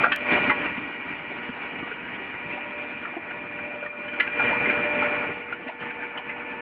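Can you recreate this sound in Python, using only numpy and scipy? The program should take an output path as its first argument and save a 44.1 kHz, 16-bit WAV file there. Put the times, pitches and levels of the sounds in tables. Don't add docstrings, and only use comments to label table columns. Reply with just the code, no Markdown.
import sys
import numpy as np
from scipy import signal
from scipy.fft import rfft, irfft
from scipy.io import wavfile
from scipy.ndimage import uniform_filter1d

SR = 44100
rng = np.random.default_rng(int(sys.argv[2]) if len(sys.argv) > 2 else 0)


def master(y):
    cut = np.clip(np.atleast_2d(y).T, -1, 1)
    pcm = np.round(cut * 32767)
    wavfile.write(sys.argv[1], SR, pcm.astype(np.int16))


def to_linear_factor(level_db):
    exponent = np.asarray(level_db, float) / 20
    return 10 ** exponent


N = 291501
TIME = np.arange(N) / SR
MID_STROKE_S = 3.3
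GEAR_MESH_HZ = 478.75

# time_s, level_db
MACHINE_LEVEL = [(0.0, -25.5), (0.18, -27.5), (0.26, -28), (0.33, -17.5), (0.41, -24.5), (0.5, -23.5),
                 (0.55, -26.5), (0.66, -26.5), (0.74, -32), (0.96, -35.5), (3.0, -36), (3.9, -38.5),
                 (4.32, -31.5), (4.45, -22), (4.58, -27), (5.18, -27), (5.45, -38), (6.61, -36.5)]
# time_s, rise_db, half_length_s
SURGES = [(1.123, 2.5, 0.042), (1.44, 2.5, .04), (1.32, 0.5, .02), (1.645, 2.5, 0.057), (1.841, 1.5, 0.086),
          (2.16, 2, 0.088), (2.54, 2, 0.097), (2.8, 1, .1), (3.081, 1.5, 0.029), (3.358, 2, 0.072),
          (3.49, -0.5, 0.033), (3.66, 2.5, .1), (3.85, 3, .03), (3.93, -2, .05), (4.05, 0.5, .06),
          (4.24, 5, 0.056), (4.7, 2.5, 0.099), (5.037, 2, 0.055), (5.51, 2, 0.042), (5.678, 2, 0.04),
          (5.76, -1.5, .04), (5.83, 3.5, 0.024), (5.88, 4.5, 0.042), (5.96, 2.5, 0.016), (6.045, 4.5, 0.04),
          (6.178, 2, .035), (6.308, 4, 0.049), (6.4, 2, .02), (6.525, 2, 0.027)]
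# freq_hz, density_db (per Hz)
ROAR_COLOUR = [(25, -23), (60, -11), (100, -6.5), (200, 0), (270, 1.5), (400, 1), (520, -4), (750, -1),
               (1100, -4.5), (1450, 0.5), (1700, -2.5), (2300, 1.5), (2800, -2.5), (4000, -2), (5200, -0.5)]
# time_s, rise_db, half_length_s
GROANS = [
    (.29, 4, .06),
    (1.42, 2, .08),
    (1.84, 4.5, .05),
    (2.76, 3, .07),
    (4.9, 6.5, .07),
    (5.36, 2, .1),
]
# multiple, level_db (over the machine)
GEAR_ORDERS = [(1, -17), (2, -16), (3, -17.5), (4, -15), (5, -6), (6, -11)]
SIDEBAND_HZ = 2536.7, 2251.2
SIDEBAND_DB = [-20.5, -15]
VANE_HZ = 592.3, 886, 1456, 1748
VANE_DB = [-16.5, -20, -13, -14]
OTHER_LINE_HZ = 247.7, 296.2, 814, 1055, 1114, 1238, 1319, 2012, 2046, 2298, 2667, 2371, 2346
OTHER_LINE_DB = [-16.5, -17.5, -23, -23.5, -21, -25.5, -33.5, -24.5, -24, -18, -23, -17, -20]
# offset_db, climb_db_per_s, echo_share (0-1), beat_s, in_phase_s
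ECHO_PATHS = [(1.06, 2, 0.2, 1.01, 3.7), (0.05, 1.56, 0.7, 9.0, 0.85), (-0.6, -0.35, 0, 5.4, 3.3),
              (3.05, -0.56, 0.1, 9.4, 1.3), (-0.64, 0.5, 0.49, 4.33, 3.93), (-8, -1.3, 0.8, 4.22, 1.81),
              (2, 1.7, 0.45, 5.1, 2.87), (1, 0.15, 0.3, 4.8, 6.4), (2.5, 1.23, 0.7, 4.2, 3.96),
              (1.5, 1.8, 0.5, 7.57, 7.47), (-3, 0.3, 0.27, 4.9, 4.47), (-3, 2, 0.25, 4.5, 7.1)]
# time_s, rise_db, half_length_s
WHINES = [
    (4.46, 4, .12),
    (4.68, 2.5, .08),
    (1.1, 2.5, .2),
    (2.3, 2.5, 0.16),
]
# start_s, peak_db, main_panel_hz, second_panel_hz, second_panel_db
FOLDS = [(.035, -9.5, 1333, 600, -8.5), (.042, -10, 1502, 796, -7.5), (.057, -12.5, 1413, 700, -3.5),
         (.116, -10.5, 1567, 1130, -8), (.12, -10, 1717, 3040, 5), (.308, -19, 2477, 980, -6.5),
         (.365, -24, 754, 1210, -6), (.475, -18.5, 246, 502, -13.5), (.496, -12, 1325, 909, -6),
         (.495, -12, 1983, 2850, -16), (.66, -33.5, 1500, 2750, 11), (.776, -22.5, 274, 3100, -18),
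         (.286, -19, 2400, 1520, -9), (0.44, -18, 2320, 2900, -8), (.509, -12.5, 1877, 1000, -0.5)]
# start_s, peak_db, main_panel_hz, second_panel_hz, second_panel_db
CRUMPLES = [(4.528, -18.5, 944, 1900, -7), (4.445, -21.5, 1470, 2040, -4), (4.08, -27, 3030, 1666, -3.5),
            (4.132, -22.5, 1495, 284, -8), (4.198, -7.5, 2015, 1654, -3.5), (4.199, -16.5, 2830, 3080, -1),
            (4.271, -20, 2570, 1564, 1.5), (4.395, -14, 1431, 910, -6.5), (4.417, -18.5, 1513, 703, -6),
            (4.505, -18, 587, 930, -13), (4.652, -16.5, 2106, 1970, -6), (4.698, -15, 2250, 1536, -2),
            (5.021, -17.5, 1340, 890, -4.5)]
# start_s, peak_db, main_panel_hz, second_panel_hz, second_panel_db
DENTS = [(1.49, -24, 247, 1490, -5), (1.825, -24.5, 300, 1160, -6.5), (1.911, -24.5, 1460, 432, -6),
         (2.34, -29, 1980, 1530, -0.5), (2.525, -28.5, 2660, 2420, 0), (2.574, -26, 790, 956, -14.5),
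         (3.049, -23, 1300, 1805, -6), (3.08, -38, 1320, 1143, 5), (3.166, -20.5, 340, 683, -6),
         (3.306, -26, 1490, 1900, -6), (3.586, -27.5, 1480, 2010, -4), (3.826, -26.5, 590, 1470, 0.5),
         (3.86, -25.5, 1810, 1220, -6.5), (5.524, -22, 1427, 2190, -13), (5.662, -29.5, 258, 580, -2),
         (5.678, -27, 2660, 1970, 1.5), (5.688, -25, 880, 658, 0), (5.8, -30, 3020, 2320, -7),
         (5.86, -27, 1820, 936, -3), (5.903, -25.5, 2370, 1590, -3), (6.028, -25, 1540, 2310, -3.5),
         (6.174, -20.5, 3044, 1040, -6.5), (6.192, -29.5, 996, 790, 0), (6.29, -22, 2030, 2660, -3)]
# start_s, level_db
SPLASHES = [(0.034, -19), (0.118, -8.5), (0.3, -23.5), (0.496, -23.5), (4.528, -30), (5.02, -29.5),
            (3.86, -36.5), (4.198, -13), (4.698, -23), (5.523, -34), (5.68, -30), (5.8, -35),
            (6.034, -36.5), (6.173, -35.5), (6.294, -42)]
# freq_hz, gain_db
MIC_RESPONSE = [(2600, -0.5), (3000, -6.5), (3500, -21), (4000, -31), (4600, -38.5), (5100, -46.5),
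                (5350, -67), (6000, -94.5)]
KNOCKS = [*FOLDS, *CRUMPLES, *DENTS]


def evened(x):
    return x / np.sqrt(np.mean(x ** 2))


def read(points, hz):
    f, value = np.transpose(points)
    return np.interp(np.log(hz + 1), np.log(f + 1), value)


def level_at(t):
    time_s, level_db = np.transpose(MACHINE_LEVEL)
    return np.interp(t, time_s, level_db)


def swells(rows, t):
    return sum(db * np.exp(-((t - s) / half) ** 2) for s, db, half in rows)


def machine_db(t):
    return level_at(t) + swells(SURGES, t)


def drift(rate_hz):
    f = np.geomspace(rate_hz / 6, rate_hz, 12)[:, None]
    waves = np.sin(2 * np.pi * (f * TIME[::64] + rng.random((12, 1))))
    slow = (waves / np.sqrt(f)).sum(0)
    return np.interp(TIME, TIME[::64], evened(slow))


def roar(patchy_db=2.46, flicker_db=0.9):
    frames, hz = N // 128 + 5, np.fft.rfftfreq(512, 1 / SR)[:, None]
    t = np.arange(frames) * 128 / SR
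    late = t - MID_STROKE_S
    a, b, patches = rng.standard_normal((frames, 257, 3)).T
    patches = evened(uniform_filter1d(uniform_filter1d(patches, 5, 0), 12, 1))
    flicker = evened(uniform_filter1d(rng.standard_normal(frames), 8))

    fizz_db = -1.03 * late / (1 + (3300 / (hz + 1)) ** 10)
    low = 1 / (1 + (hz / 356) ** 6)
    swing_db = 0.8 * np.resize(drift(4)[::128], frames)
    rumble_db = low * (swing_db + swells(GROANS, t) - 0.24 * late)

    z = (a + 1j * b) * to_linear_factor(patchy_db * patches + flicker_db * flicker + rumble_db + fizz_db)
    white = signal.istft(z, nperseg=512, noverlap=384)[1][:N]
    full_hz = np.fft.rfftfreq(N, 1 / SR)
    colour = to_linear_factor(read(ROAR_COLOUR, full_hz)) * (full_hz < 6500)
    return to_linear_factor(-6) * np.sqrt(SR / 6000) * irfft(rfft(evened(white)) * colour, N) * 2


def tone(hz, db, waver_db=2.5, sway_rad=0.35):
    flutter = drift(60) - 0.5 * drift(5)
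    wave = np.cos(2 * np.pi * hz * TIME + sway_rad * drift(9))
    return np.sqrt(2) * to_linear_factor(db + waver_db * flutter) * wave


def path_db(offset_db, climb_db, echo, beat_s, top_s):
    t = TIME[::64]
    turn = np.exp(2j * np.pi * (t - top_s) / beat_s)
    beat_db = 20 * np.log10(abs(1 + np.clip(echo, 0, 0.95) * turn))
    return np.interp(TIME, t, offset_db + climb_db * (t - MID_STROKE_S) + beat_db)


def pump():
    line_hz = [k * GEAR_MESH_HZ for k, _ in GEAR_ORDERS] + [*SIDEBAND_HZ, *VANE_HZ]
    line_db = [db for _, db in GEAR_ORDERS] + [*SIDEBAND_DB, *VANE_DB]
    throb_db = 4.5 * np.cos(2 * np.pi * (TIME - 3.81) / 1.2)
    whine_db = swells(WHINES, TIME)
    out = np.zeros(N)
    for hz, db, path in zip(line_hz, line_db, ECHO_PATHS):
        db = db + path_db(*path)
        if hz == VANE_HZ[0]:
            db = db + throb_db
        if hz == line_hz[4]:
            db = db + whine_db
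        out += tone(hz, db)
    for hz, db in zip(OTHER_LINE_HZ, OTHER_LINE_DB):
        out += tone(hz, db)
    return out


def crackle(snaps_per_s=60, level_db=4, crunch_from_db=-30):
    busy = np.clip((level_at(TIME) - crunch_from_db) / 4, 0, 1)
    size = to_linear_factor(3.5 * np.minimum(rng.exponential(1, N), 4))
    snaps = size * (rng.random(N) < snaps_per_s / SR)
    decay = signal.lfilter([1], [1, -np.exp(-400 / SR)], snaps)
    return to_linear_factor(level_db) * busy * np.diff(rng.standard_normal(N + 1)) * decay


def panel(hz, t, draw, spread):
    offsets = np.array([0, -1, 0.74, -1.5, 2.0]) + 0.88 * (draw[:5] - 0.5)
    modes = hz * (1 + spread * offsets)[:, None]
    share = to_linear_factor(np.array([1, -5.5, -4.5, -9.5, -7.5]))[:, None]
    ring = (share * np.sin(2 * np.pi * (modes * t + draw[5:10, None]))).sum(0)
    return 0.43 * ring / np.std(ring[:500])


def fold(t, t60):
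    return np.minimum(t * 500, 1) * to_linear_factor(-60 * np.maximum(t - 0.006, 0) / t60)


def can(crack_db=-10, echo_db=-10, small_t60=0.055, large_t60=0.11, splash_t60=0.12):
    t, out = np.arange(8000) / SR, np.zeros(N + 8000)
    draws = rng.random((len(KNOCKS), 20))
    cracks = rng.standard_normal((len(KNOCKS), 8001))
    for (s, db, hz, second_hz, second_db), draw, crack in zip(KNOCKS, draws, cracks):
        level_db = db - machine_db(s + 0.017)
        big = np.interp(db, [-20, -12], [0, 1])
        sound = panel(hz, t, draw[:10], 0.05 + 0.027 * big)
        sound += to_linear_factor(second_db) * panel(second_hz, t, draw[10:], 0.05 + 0.068 * big)
        sound += to_linear_factor(crack_db) * np.diff(crack) * hz / 500
        t60 = small_t60 + big * (large_t60 - small_t60)
        out[round(s * SR):][:8000] += to_linear_factor(level_db) * sound * fold(t, t60)

    for s, db in SPLASHES:
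        hiss = np.diff(rng.standard_normal(8002), 2)
        level_db = db - machine_db(s + 0.0065)
        out[round(s * SR):][:8000] += 8 * to_linear_factor(level_db) * hiss * fold(t, splash_t60)

    walls = np.zeros(1200)
    walls[0] = 1
    walls[[190, 330, 520, 760, 1100]] = to_linear_factor(echo_db) * np.array([1.3, -1.1, 0.9, -0.7, 0.5])
    return signal.oaconvolve(out, walls)[:N]


def scene():
    return (roar() + pump() + crackle() + can())[None]


def ducking_db(t, share=0.23, from_db=3.5):
    dip_db = np.zeros(len(t))
    for s, db, *_ in KNOCKS:
        late = np.maximum(t - s - 0.013, 0)
        depth = np.clip(share * (db - machine_db(s) - from_db), 0, 6)
        dip_db += depth * (1 - np.exp(-late / 0.00049)) * np.exp(-late / 0.092)
    return dip_db


def skip(x, skip_s=0.1616, lost=9):
    at = round(skip_s * SR)
    at += np.argmax(abs(x[at:at + 30] - x[at - lost:at + 30 - lost]))
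    x = np.concatenate([x[lost:at], x[at - lost:]])
    x[at - lost - 1:at - lost + 1] += 0.048 * np.sign(x[at - lost]) * np.array([-1, 1])
    return x


def top_cut(x):
    return signal.sosfilt(signal.butter(12, 15500, fs=SR, output="sos"), x)


def record(dry):
    t = TIME[::16]
    x = dry[0] * np.interp(TIME, t, to_linear_factor(machine_db(t) - ducking_db(t)))
    x = irfft(rfft(x) * to_linear_factor(read(MIC_RESPONSE, np.fft.rfftfreq(N, 1 / SR))), N)
    x = x * (1 + to_linear_factor(-65) * np.cos(2 * np.pi * 10600 * TIME))
    x = skip(x)
    n = np.arange(N)
    fade_in = np.minimum(0.65 + n / 200, 1)
    x = x * np.minimum((N - n) / 120, fade_in) ** 2
    x = x + to_linear_factor(-98) * rng.standard_normal(N)
    return top_cut(x[None])


dry = scene()
out = record(dry)
master(out)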